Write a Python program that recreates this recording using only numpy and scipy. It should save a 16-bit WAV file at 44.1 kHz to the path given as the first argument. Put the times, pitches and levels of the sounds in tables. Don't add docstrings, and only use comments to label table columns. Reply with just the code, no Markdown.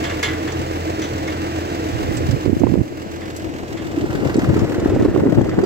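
import sys
import numpy as np
from scipy import signal
from scipy.fft import rfft, irfft, next_fast_len
from scipy.io import wavfile
from scipy.ndimage import map_coordinates

SR = 44100
rng = np.random.default_rng(int(sys.argv[2]) if len(sys.argv) > 2 else 0)


def put_to_file(sound):
    columns = np.atleast_2d(sound).T
    safe = np.clip(columns, -1, 1)
    whole_steps = np.round(safe * 32767)
    wavfile.write(sys.argv[1], SR, whole_steps.astype(np.int16))


N = 249165
TIME = np.arange(N) / SR


def undb(db):
    return 10 ** (np.asarray(db) / 20)


def unit(x):
    return x / np.sqrt(np.mean(x ** 2))


def curves(table):
    s, *columns = np.transpose(table)
    return [np.interp(TIME, s, column) for column in columns]


def colour(x, points):
    hz, db = np.transpose(points)
    size = next_fast_len(x.shape[-1] + 4096) * 2
    f = np.maximum(np.fft.rfftfreq(size, 1 / SR), 1)
    outline_db = np.interp(np.log(f), np.log(hz), db)
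    cepstrum = irfft(np.log(undb(outline_db)))
    cepstrum[1:size // 2] *= 2
    cepstrum[size // 2 + 1:] = 0
    response = np.exp(rfft(cepstrum))
    return irfft(rfft(x, size) * response)[..., :x.shape[-1]]


def walk(rate):
    grid = rng.standard_normal(8192)
    return unit(map_coordinates(grid, [TIME * rate], order=2, mode="wrap"))


def field_noise(alike_hz):
    likeness = 1 / (1 + np.fft.rfftfreq(2 * N, 1 / SR) / alike_hz)
    shared, *own = rfft(rng.standard_normal((3, 2 * N)))
    spectra = shared * np.sqrt(likeness) + np.array(own) * np.sqrt(1 - likeness)
    return irfft(spectra)[:, :N]


def sides(pan_db):
    return undb(np.array([[pan_db], [-pan_db]]) / 2)


def windward(pan_db):
    return sides(pan_db) / sides(pan_db).max()


def fade(t, t60):
    return np.exp(-np.log(1000) * t / t60)


def add(out, s, sound):
    start = max(int(s * SR), 0)
    out[..., start:start + sound.shape[-1]] += sound[..., :N - start]


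# t/s, firing rate f/Hz
CRANK_SPEED = [(0, 42.44), (3.8, 42.44), (4.25, 41.8), (4.62, 39.2), (5.1, 40), (5.45, 41), (5.65, 41)]


def crank():
    return np.cumsum(curves(CRANK_SPEED)[0]) / SR - .07


CYLINDER_KNOCKS = [0, -2, 1, -38, -3.5, -17]


def knocks(firings, t60, steady, scatter_db):
    count = np.floor(firings).astype(int)
    at = np.flatnonzero(np.diff(count)) + 1
    cylinder_db = np.array(CYLINDER_KNOCKS)[count[at] % len(CYLINDER_KNOCKS)]
    power = np.zeros(N)
    power[at] = undb(cylinder_db + scatter_db * rng.standard_normal(len(at))) ** 2
    t = TIME[:SR // 4]
    tail = (fade(t, t60) * (1 - np.exp(-t / 0.002))) ** 2
    return unit(np.sqrt(np.abs(signal.fftconvolve(power, tail)[:N]) + steady ** 2))


def engine_noise(firings, alike_hz, repeat):
    cycle = firings / len(CYLINDER_KNOCKS) % 1
    place = (cycle * len(CYLINDER_KNOCKS) * SR / CRANK_SPEED[0][1]).astype(int)
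    noise = field_noise(alike_hz)
    recurring = noise[:, -1 - place]
    return np.sqrt(1 - repeat) * noise + np.sqrt(repeat) * recurring


# t/s, lag of the left port/ms, how far the knocks stand out level/dB
BEARING_VIEW = [(0, 0.48, 0), (2, 0.47, -0.5), (3, 0.43, 2), (3.75, 0.29, 3), (4.25, 0.23, 3.5),
                (4.75, 0.11, 3.5), (5.3, -0.14, 5)]


def from_tractor(sound):
    lag_ms = curves(BEARING_VIEW)[0]
    left = np.interp(TIME - lag_ms / 1000, TIME, sound[0])
    return np.array([left, sound[1]])


# t/s, level/dB
ENGINE_LEVEL = [(0.0, -41.5), (0.35, -43), (2.17, -43), (2.45, -45), (2.51, -50), (2.72, -48), (2.81, -52),
                (3.0, -48.5), (3.2, -46.5), (3.55, -47.5), (3.85, -46), (4.47, -43), (5.24, -48),
                (5.65, -47)]
# multiple of the firing rate, mean level/dB within the hum
EXHAUST_PARTIALS = [(1, -14), (2, -1), (3, -5), (4, -19), (4.5, -15), (5, -15), (7, -11), (7.167, -4.5),
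                    (7.333, -6), (7.5, -1), (7.667, -6), (8, -9), (8.5, -10)]
# f/Hz, level/dB
DRONE_OUTLINE = [(25, -58), (50, -8.5), (75, -7), (110, 0.5), (170, -9.5), (245, -7), (285, 2), (314, -6),
                 (332, 3), (355, 0), (380, -5.5), (440, -1.5), (560, -6.5), (690, -5.5), (950, -18),
                 (2000, -55.5)]
BLOCK_OUTLINE = [(400, -6.5), (850, 1.5), (1100, 1), (1400, -1), (1650, 0.5), (2050, -0.5), (2400, -4.5),
                 (2750, -3), (3200, -10.5), (4500, -14.5), (8000, -29.5)]
INJECTOR_OUTLINE = [(1500, -52), (3000, 7.5), (4000, 5.5), (5000, 6), (6400, 4), (7800, 4.5), (8600, -5),
                    (9600, -37), (11500, -7), (16000, -7)]
LOW_DB, BLOCK_DB, INJECTOR_DB = 18.5, 9.5, 1
BONNET_SHADE = 1


def tractor():
    (engine_db,), (_, clear_db) = map(curves, (ENGINE_LEVEL, BEARING_VIEW))
    firings = crank()
    hum = 0
    for multiple, db in EXHAUST_PARTIALS:
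        swell = undb(db + 2.6 * walk(9))
        hum = hum + swell * np.sin(2 * np.pi * (multiple * firings + rng.random()))
    fan = np.sin(2 * np.pi * 3.555 * firings)
    rush = undb(-clear_db)
    drone = engine_noise(firings, alike_hz=8040, repeat=0.13)
    drone = drone * knocks(firings, t60=0.034, steady=0.55, scatter_db=5.5)
    block = engine_noise(firings, alike_hz=2900, repeat=.3)
    block = block * knocks(firings, t60=.09, steady=.6 * rush, scatter_db=1.2)
    injectors = engine_noise(firings, alike_hz=3000, repeat=.3)
    injectors = injectors * knocks(firings, t60=.06, steady=.36 * rush, scatter_db=1.5)
    low = undb(-2.5) * unit(hum) + undb(-17) * fan + undb(-2.3) * unit(colour(drone, DRONE_OUTLINE))
    engine = (low * undb(LOW_DB - BONNET_SHADE * clear_db)
              + unit(colour(block, BLOCK_OUTLINE)) * undb(BLOCK_DB)
              + unit(colour(injectors, INJECTOR_OUTLINE)) * undb(INJECTOR_DB))
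    return from_tractor(undb(engine_db) * engine) * sides(pan_db=-1.5)


# t/s, level/dB
HISS_LEVEL = [(0, -53), (1.5, -58), (2.15, -47.5), (2.45, -53.5), (2.6, -53), (2.92, -57.5), (3.6, -58),
              (4.35, -54), (5.25, -57), (5.65, -64)]
# f/Hz, level/dB
HISS_OUTLINE = [(2000, -35), (5000, 4), (7800, 7), (9600, -3.5), (11500, 4), (16000, 0)]
THROB_DB, THROB_AT = 3, 0.25


def hiss():
    throb_db = THROB_DB * np.cos(2 * np.pi * (crank() / len(CYLINDER_KNOCKS) - THROB_AT))
    noise = unit(colour(rng.standard_normal((2, N)), HISS_OUTLINE))
    return noise * undb(curves(HISS_LEVEL)[0] + throb_db + 0.81 * walk(22.6))


# t/s, level/dB midway between the ports
BREEZE_LEVEL = [(0, -47), (3, -32.5), (3.75, -29), (4.3, -22.5), (5.65, -19.5)]
# start t/s, hold/s, level/dB at the stronger port, left minus right level/dB,
# rumble over flutter level/dB
GUST_EVENTS = [(0.602, 0.0099, -21, 7, -18), (1.932, 0.4, -27, -5.5, 3.5), (2.275, 0.092, -32.5, -15, 14),
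               (2.45, 0.095, -25, -14, 8), (2.56, 0.034, -25.5, 1, 6), (2.592, 0.13, -22.5, -18, 7),
               (2.714, 0.089, -20, -20, 6), (4, 0.3, -28, 18, 4.5), (4.364, 0.12, -24, 3, 2),
               (4.512, 0.12, -22, 0.5, 2), (4.896, 0.066, -18, 2, 1), (4.996, 0.097, -18, -3, 0),
               (5.182, 0.084, -17.5, -0.5, -3), (5.349, 0.092, -18.5, 4, 3.5), (5.58, 0.08, -17.5, 3, -19)]
BREEZE_PAN_DB, BREEZE_RUMBLE_DB = 2.5, -5.5
GUST_ATTACK_S, GUST_RELEASE_S = .012, .026


def airflow():
    flutter = (undb(curves(BREEZE_LEVEL)[0]) * sides(BREEZE_PAN_DB)) ** 2
    rumble = flutter * undb(BREEZE_RUMBLE_DB) ** 2
    for s, hold_s, db, pan_db, rumble_db in GUST_EVENTS:
        corners = [-GUST_ATTACK_S, 0, hold_s, hold_s + GUST_RELEASE_S]
        shape = np.interp(TIME - s, corners, [0, 1, 1, 0])
        power = (shape * undb(db) * windward(pan_db)) ** 2
        flutter = flutter + power
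        rumble = rumble + power * undb(rumble_db) ** 2
    return np.sqrt(flutter), np.sqrt(rumble)


# f/Hz, level/dB
FLUTTER_OUTLINE = [(20, -17), (80, -26.5), (170, -2.5), (270, -3.5), (330, 5.5), (390, -2), (600, -9),
                   (900, -25), (1400, -44), (2000, -32), (3500, -44.5), (9000, -79)]
RUMBLE_OUTLINE = [(20, -32), (45, -9.5), (80, 0), (120, 4), (180, -9), (300, -2.5), (800, -69.5)]
RASP_OUTLINE = [(300, -10.5), (600, 22.5), (1000, 7), (1450, -18), (2000, 2), (2600, -36), (8000, -14),
                (12000, -70)]


def wind(flutters, rumbles):
    ports = []
    for flutter_gain, rumble_gain in zip(flutters, rumbles):
        burst_db = 4.2 * walk(120) + 1.5 * walk(40)
        flutter = unit(colour(rng.standard_normal(N) * undb(burst_db), FLUTTER_OUTLINE))
        rumble = unit(colour(rng.standard_normal(N) * undb(burst_db), RUMBLE_OUTLINE))
        rasp = unit(colour(rng.standard_normal(N) * undb(1.5 * burst_db), RASP_OUTLINE))
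        small = undb(-1.0) * flutter + undb(-19.5) * rasp
        ports.append(flutter_gain * small + rumble_gain * rumble)
    return np.array(ports)


POP_REACH_S = .03


def pop(hz, cycles):
    t = TIME[:2 * int(POP_REACH_S * SR)] - POP_REACH_S
    return np.sin(2 * np.pi * hz * t) / np.cosh(2 * np.arccosh(2) * t * hz / cycles)


# centre t/s, level/dB at the stronger port, mean pitch f/Hz, left minus right level/dB,
# width/cycles, crack over slap level/dB
SLAPS = [(2.292, -3.5, 224, -6, 0.83, -23), (2.331, -8, 142, -13, 0.61, -28),
         (2.34, -4.5, 127, -22, 1.5, -28), (2.462, 1, 310, -23, 0.77, -21),
         (2.4838, -1, 295, -21, 0.87, -30), (2.4959, 0, 282, -25, 0.8, -36),
         (2.5328, 0.5, 300, -24, 1, -24), (2.5676, -2, 264, 16, 0.76, -25), (2.607, -6, 210, -11, .7, -26),
         (2.619, 2.5, 306, -20, 0.95, -22), (2.636, 0.5, 487, -20, 0.72, -19),
         (2.6411, 1.5, 295, -17, 2, -23), (2.6696, 0.5, 327, -19, .9, -9.5),
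         (2.7247, -2.5, 211, -27, 1.4, -30), (2.7414, 0.5, 300, -29, 1.3, -25),
         (2.756, -3.5, 407, -23, 1.04, -18), (2.7772, 0, 248, -23, 0.62, -35),
         (2.7874, 0, 180, -19, 0.57, -38), (2.7981, -7, 210, -21, 0.52, -37),
         (2.8162, -6, 256, -9, 0.64, -34), (3.981, -7.5, 333, -3.5, 2.8, -21),
         (4.043, -6, 313, -5, 2.4, -22), (4.2559, -7.5, 398, -6, 0.99, -19),
         (4.3586, -3, 348, -0.5, 1, -18), (4.3864, -2.5, 290, 2, 1.4, -28), (4.4367, -5, 243, 4, 1, -29),
         (4.491, -3.5, 130, 2.5, 1.15, -20), (4.5327, -4, 252, -6, 0.84, -27),
         (4.5658, -3.5, 327, -2.5, 1.35, -28), (4.579, -9, 243, 4, .9, -29),
         (4.6187, -5.5, 234, 4, 0.61, -28), (4.7119, -9.5, 403, 3, 0.71, -16),
         (4.8382, -9, 338, -4, 2.3, -28), (4.8597, 0, 313, 0, 1, -11.5), (4.8789, -9, 284, 9, 0.8, -30),
         (4.8898, -11, 287, 6, 0.84, -27), (4.924, -9, 365, -0.5, 4.1, -25),
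         (4.9532, -15, 259, -3, 1.7, -21), (4.9634, -7, 357, -3, 0.6, -15), (4.997, -8, 258, -1, 0.83, -18),
         (5.008, -6.5, 308, 1, 1.7, -20), (5.0135, -2, 428, -6, 0.95, -10), (5.0262, -3, 248, 8, 1, -32),
         (5.053, -4, 353, -4, 2, -10.5), (5.0609, -1.5, 313, -1, 0.91, -15), (5.0854, -12, 358, 1, 2.1, -9),
         (5.1631, -0.5, 380, -9, 2.1, -10), (5.2059, -10, 236, 5, 0.6, -7), (5.223, -6, 172, 7, 0.79, -25),
         (5.2373, -1.5, 380, -4, 1.1, -20), (5.2567, -6, 341, 0, 1.2, -24), (5.2648, 0, 332, -7, 0.99, -20),
         (5.271, -2, 330, 6, 1, -11.5), (5.2824, -5, 326, -1, 1.6, -29), (5.2911, -4, 259, 7, 1.1, -30),
         (5.3848, 1, 310, -5, 1.3, -12.5), (5.4121, -5, 205, 1, 0.45, -12),
         (5.4351, -10, 220.3, 6, 0.75, -30), (5.4895, -5, 350, 5, 1.15, -22),
         (5.5841, -5, 296.4, 15, 1.13, -15), (5.59, 1, 387, -15, 1.1, -11), (5.638, -3, 370, -8, 4, -13)]
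# f/Hz, level/dB
CRACK_OUTLINE = [(300, -11.5), (600, 8), (1200, -4.5), (1700, -16), (3500, -34), (9000, -46)]
SLAP_LAG_S, SLAP_OCTAVES = .0009, .15
CRACK_LEAD_S, CRACK_T60_S = .0015, .022
EDDIES_PER_S, EDDY_DB, EDDY_SCATTER_DB, EDDY_HZ, EDDY_OCTAVES = 22, 6.5, 0.5, 315, 0.64


def buffets(flutters):
    out, t = np.zeros((2, N)), TIME[:SR // 10]
    for s, db, hz, pan_db, cycles, crack_db in SLAPS:
        for port, (gain,), (lag, detune) in zip(out, windward(pan_db), rng.uniform(-1.03, 1, (2, 2))):
            crack = unit(colour(rng.standard_normal(len(t)), CRACK_OUTLINE)) * fade(t, CRACK_T60_S)
            slap = pop(hz * 2 ** (SLAP_OCTAVES * detune), cycles)
            add(port, s - POP_REACH_S + SLAP_LAG_S * lag, undb(db) * gain * slap)
            add(port, s - CRACK_LEAD_S, undb(db + crack_db) * gain * crack)
    slots = int(EDDIES_PER_S * N / SR)
    for port, strength in zip(out, flutters):
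        for slot, (when, size, pitch) in enumerate(rng.uniform(-0.989, 1, (slots, 3))):
            s = (slot + (when + 1) / 2) / EDDIES_PER_S
            gain = strength[int(s * SR)] * undb(EDDY_DB + EDDY_SCATTER_DB * size)
            eddy = pop(EDDY_HZ * 2 ** (EDDY_OCTAVES * pitch), cycles=1.0)
            add(port, s - POP_REACH_S, gain * eddy)
    return out


MODE_SPREAD = .4


def ringing(modes):
    t = TIME[:SR // 2]
    total = 0
    for hz, db, t60 in modes:
        phase = rng.random() + MODE_SPREAD * rng.random((2, 1))
        total = total + undb(db) * fade(t, t60) * np.sin(2 * np.pi * (hz * t + phase))
    return total


# t/s, level/dB, left minus right level/dB,
# rattle time constant/s, treble over bass level/dB
GATE_STRIKES = [(0.0395, -20.5, -4, 0.0027, -6.5), (0.099, -25, -1, 0.006, -13),
                (0.231, -13.5, -2.5, 0.0081, -2.5), (0.247, -25, -3, 0.063, -19),
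                (0.284, -28, -3, .008, -16), (0.476, -24.5, -1, 0.015, -11.5), (1.017, -25.5, 1, 0.019, -2),
                (1.277, -30, -2, .003, -16), (3.214, -34.5, -3, .003, -14), (3.771, -30.5, -3, 0.003, -8),
                (5.511, -36, 0, .003, -19)]
# f/Hz, level/dB, t60/s
BAR_MODES = [(899, -13, .3), (1010, -13, .3), (1141, -12, .3), (1330, -9, .28), (1400, -13, .45),
             (1476, -13, .35), (1674, -8, .3), (1697, -7, .35), (1777, -7, .25), (1898, -10, .25),
             (1957, -7, .25), (1993, -5, .28), (2081, -5, .2), (2114, -5, .2), (2164, 0, .25),
             (2353, -12, .4), (2654, -9, .4), (2772, -11, .35), (2888, -11, .3), (3060, -8, .2),
             (3267, -6, .28), (3366, -4, .2), (3482, 0, .24), (3546, -2, .22), (3893, -9, .25),
             (4005, -10, .25), (4790, -10, .18), (4910, -10, .18), (6077, -10, .2), (7030, -7, .15),
             (7170, -7, .15)]
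# f/Hz, level/dB
STRIKE_OUTLINE = [(300, -43), (900, -7.5), (1800, 12), (3500, -4), (5000, 5.5), (6550, -14), (7150, 10),
                  (8500, -24), (10000, -8.5), (16000, -40)]
WEAK_OUTLINE = [(750, -6), (1400, -5), (2400, -3), (3200, 3), (4500, -4), (6200, -8), (7100, -7.5),
                (8400, -15.5)]
BARS_DB, STRIKE_CRACK_DB, STRIKE_T60_S = -14, -9.5, .12
WEAK_LOW_HZ, WEAK_HIGH_HZ, WEAK_MODE_COUNT = 750, 8400, 210
WEAK_DB, WEAK_T60_S, WEAK_DAMPING = -25.5, 0.39, 0.69


def gate():
    out, t = np.zeros((2, N)), TIME[:SR // 2]
    weak_hz = np.linspace(WEAK_LOW_HZ, WEAK_HIGH_HZ, WEAK_MODE_COUNT)
    weak_hz = weak_hz * (1 + .004 * rng.standard_normal(WEAK_MODE_COUNT))
    weak_modes = [(hz, 3 * rng.standard_normal(), WEAK_T60_S * (2000 / hz) ** WEAK_DAMPING) for hz in weak_hz]
    weak = ringing(weak_modes)
    bars = undb(BARS_DB) * ringing(BAR_MODES) + undb(WEAK_DB) * colour(weak, WEAK_OUTLINE)
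    for s, db, pan_db, rattle_s, bright_db in GATE_STRIKES:
        touches = rng.standard_normal(len(t)) * (rng.random(len(t)) < 400 / SR)
        contacts = touches * np.exp(-t / rattle_s) * .25
        contacts[0] = 1
        contacts /= np.linalg.norm(contacts)
        crack = unit(colour(rng.standard_normal((2, len(t))), STRIKE_OUTLINE)) * fade(t, STRIKE_T60_S)
        struck = undb(STRIKE_CRACK_DB) * crack + bars
        blow = signal.fftconvolve(struck, contacts[None])[:, :len(t)]
        blow = colour(blow, [(1700, -bright_db / 2), (4000, bright_db / 2)])
        add(out, s, blow * undb(db) * sides(pan_db))
    return out


# t/s, level/dB
LATCH_KNOCKS = [(.0395, -35), (.229, -17), (1.2785, -26.5)]
# f/Hz, level/dB, t60/s
BOLT_MODES = [(1696, -4, .09), (1925, -8, .12), (1993, -7, .17), (2162, 0, .12), (3483, -15, .2),
              (3547, -15, .15)]


def latch():
    out = np.zeros((2, N))
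    for s, db in LATCH_KNOCKS:
        add(out, s, undb(db) * ringing(BOLT_MODES))
    return out * sides(pan_db=-3)


# t/s, level/dB, ring f/Hz, ring level/dB, t60/s, left minus right level/dB, top treble level/dB
METAL_TICKS = [(0.099, -37, 2800, 4, 0.12, -3, -6), (0.228, -28.5, 7040, -7, 0.2, 2, 8.5),
               (.521, -36.5, 5770, -9, .06, -10, -13), (1.021, -43, 6040, 5, 0.22, -7, 0),
               (1.036, -40, 3780, -5, 0.1, -2, -6), (1.181, -44, 6900, -6, .05, -5, -4),
               (1.276, -38, 6370, -3, .07, -3, -4), (2.17, -36, 7660, -1.5, 0.072, -15, -7),
               (2.31, -35.5, 4920, -9, 0.034, -15, -6), (2.596, -39.5, 6240, -5, 0.052, -8, 2),
               (3.364, -34, 7800, -8, 0.091, 2, 12), (4.343, -32, 4460, -4, 0.033, 2, -3),
               (4.367, -38, 7900, -0.5, 0.045, 0, 4), (4.392, -36, 4530, -18, .054, 6, 0),
               (4.592, -34.5, 5310, -7, 0.086, 3, -4), (4.8, -36, 4900, -15, .04, 2, -3),
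               (5.416, -40, 3270, 1, 0.027, -2, -3), (5.637, -40.5, 4700, -1, .06, 4, -1)]
# f/Hz, level/dB
TICK_OUTLINE = [(1500, -1), (4000, 4), (6800, 9.5), (8300, 0), (9500, -8), (13000, -13), (16000, -23)]


def clinks_and_ticks():
    out, t = np.zeros((2, N)), TIME[:SR // 2]
    for s, db, hz, ring_db, t60, pan_db, top_db in METAL_TICKS:
        burst = unit(colour(rng.standard_normal((2, len(t))), TICK_OUTLINE))
        burst = colour(burst, [(8000, 0), (11000, top_db)])
        twin = np.sin(2 * np.pi * ((hz + 23) * t + rng.random((2, 1))))
        ring = 1.33 * np.sin(2 * np.pi * hz * t) + .5 * twin
        add(out, s, undb(db) * (burst + undb(ring_db) * ring) * fade(t, t60) * sides(pan_db))
    return out


# t/s, level/dB
GRILLE_LEVEL = [(3.7, -63), (4.1, -37.5), (4.4, -37), (5, -39.5)]
# f/Hz, level/dB
ROAR_OUTLINE = [(400, -35.5), (700, 5), (1050, 3.5), (1420, 5), (1700, 0), (2000, -2), (2400, -35),
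                (6000, -29.5)]
RATTLE_OUTLINE = [(900, -36), (1400, 1), (1650, -1), (1800, 6), (2020, -3), (2350, -23), (4000, -19),
                  (9000, -38)]
RATTLES_PER_S, RATTLE_DB = 260, -7


def grille():
    beat = knocks(crank(), t60=.035, steady=.22, scatter_db=3)
    roar = unit(colour(field_noise(alike_hz=5000), ROAR_OUTLINE)) * beat * undb(2 * walk(150))
    contacts = rng.standard_normal(N) * (rng.random(N) < RATTLES_PER_S / SR) * beat
    rattle = unit(colour(contacts, RATTLE_OUTLINE)) * undb(RATTLE_DB)
    return from_tractor(roar + rattle) * undb(curves(GRILLE_LEVEL)[0])


def scene():
    flutters, rumbles = airflow()
    engine = tractor() + grille() + hiss()
    metal = gate() + latch() + clinks_and_ticks()
    return engine + metal + wind(flutters, rumbles) + buffets(flutters)


# f/Hz, left minus right level/dB
PORT_DIFFERENCE = [(2000, 0.5), (4000, 0), (6000, -3), (8000, -0.5), (12000, 3)]
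TOP_HZ = 15900


def record(dry):
    ports = []
    for x, side in zip(dry, (1, -1)):
        ports.append(colour(x, [(hz, side * db / 2) for hz, db in PORT_DIFFERENCE]))
    ports = np.array(ports)
    rounded = ports / (1 + ports ** 8) ** (1 / 8)
    low_pass = signal.ellip(10, .2, 80, TOP_HZ, fs=SR, output="sos")
    return signal.sosfilt(low_pass, rounded)


dry = scene()
out = record(dry)
put_to_file(out)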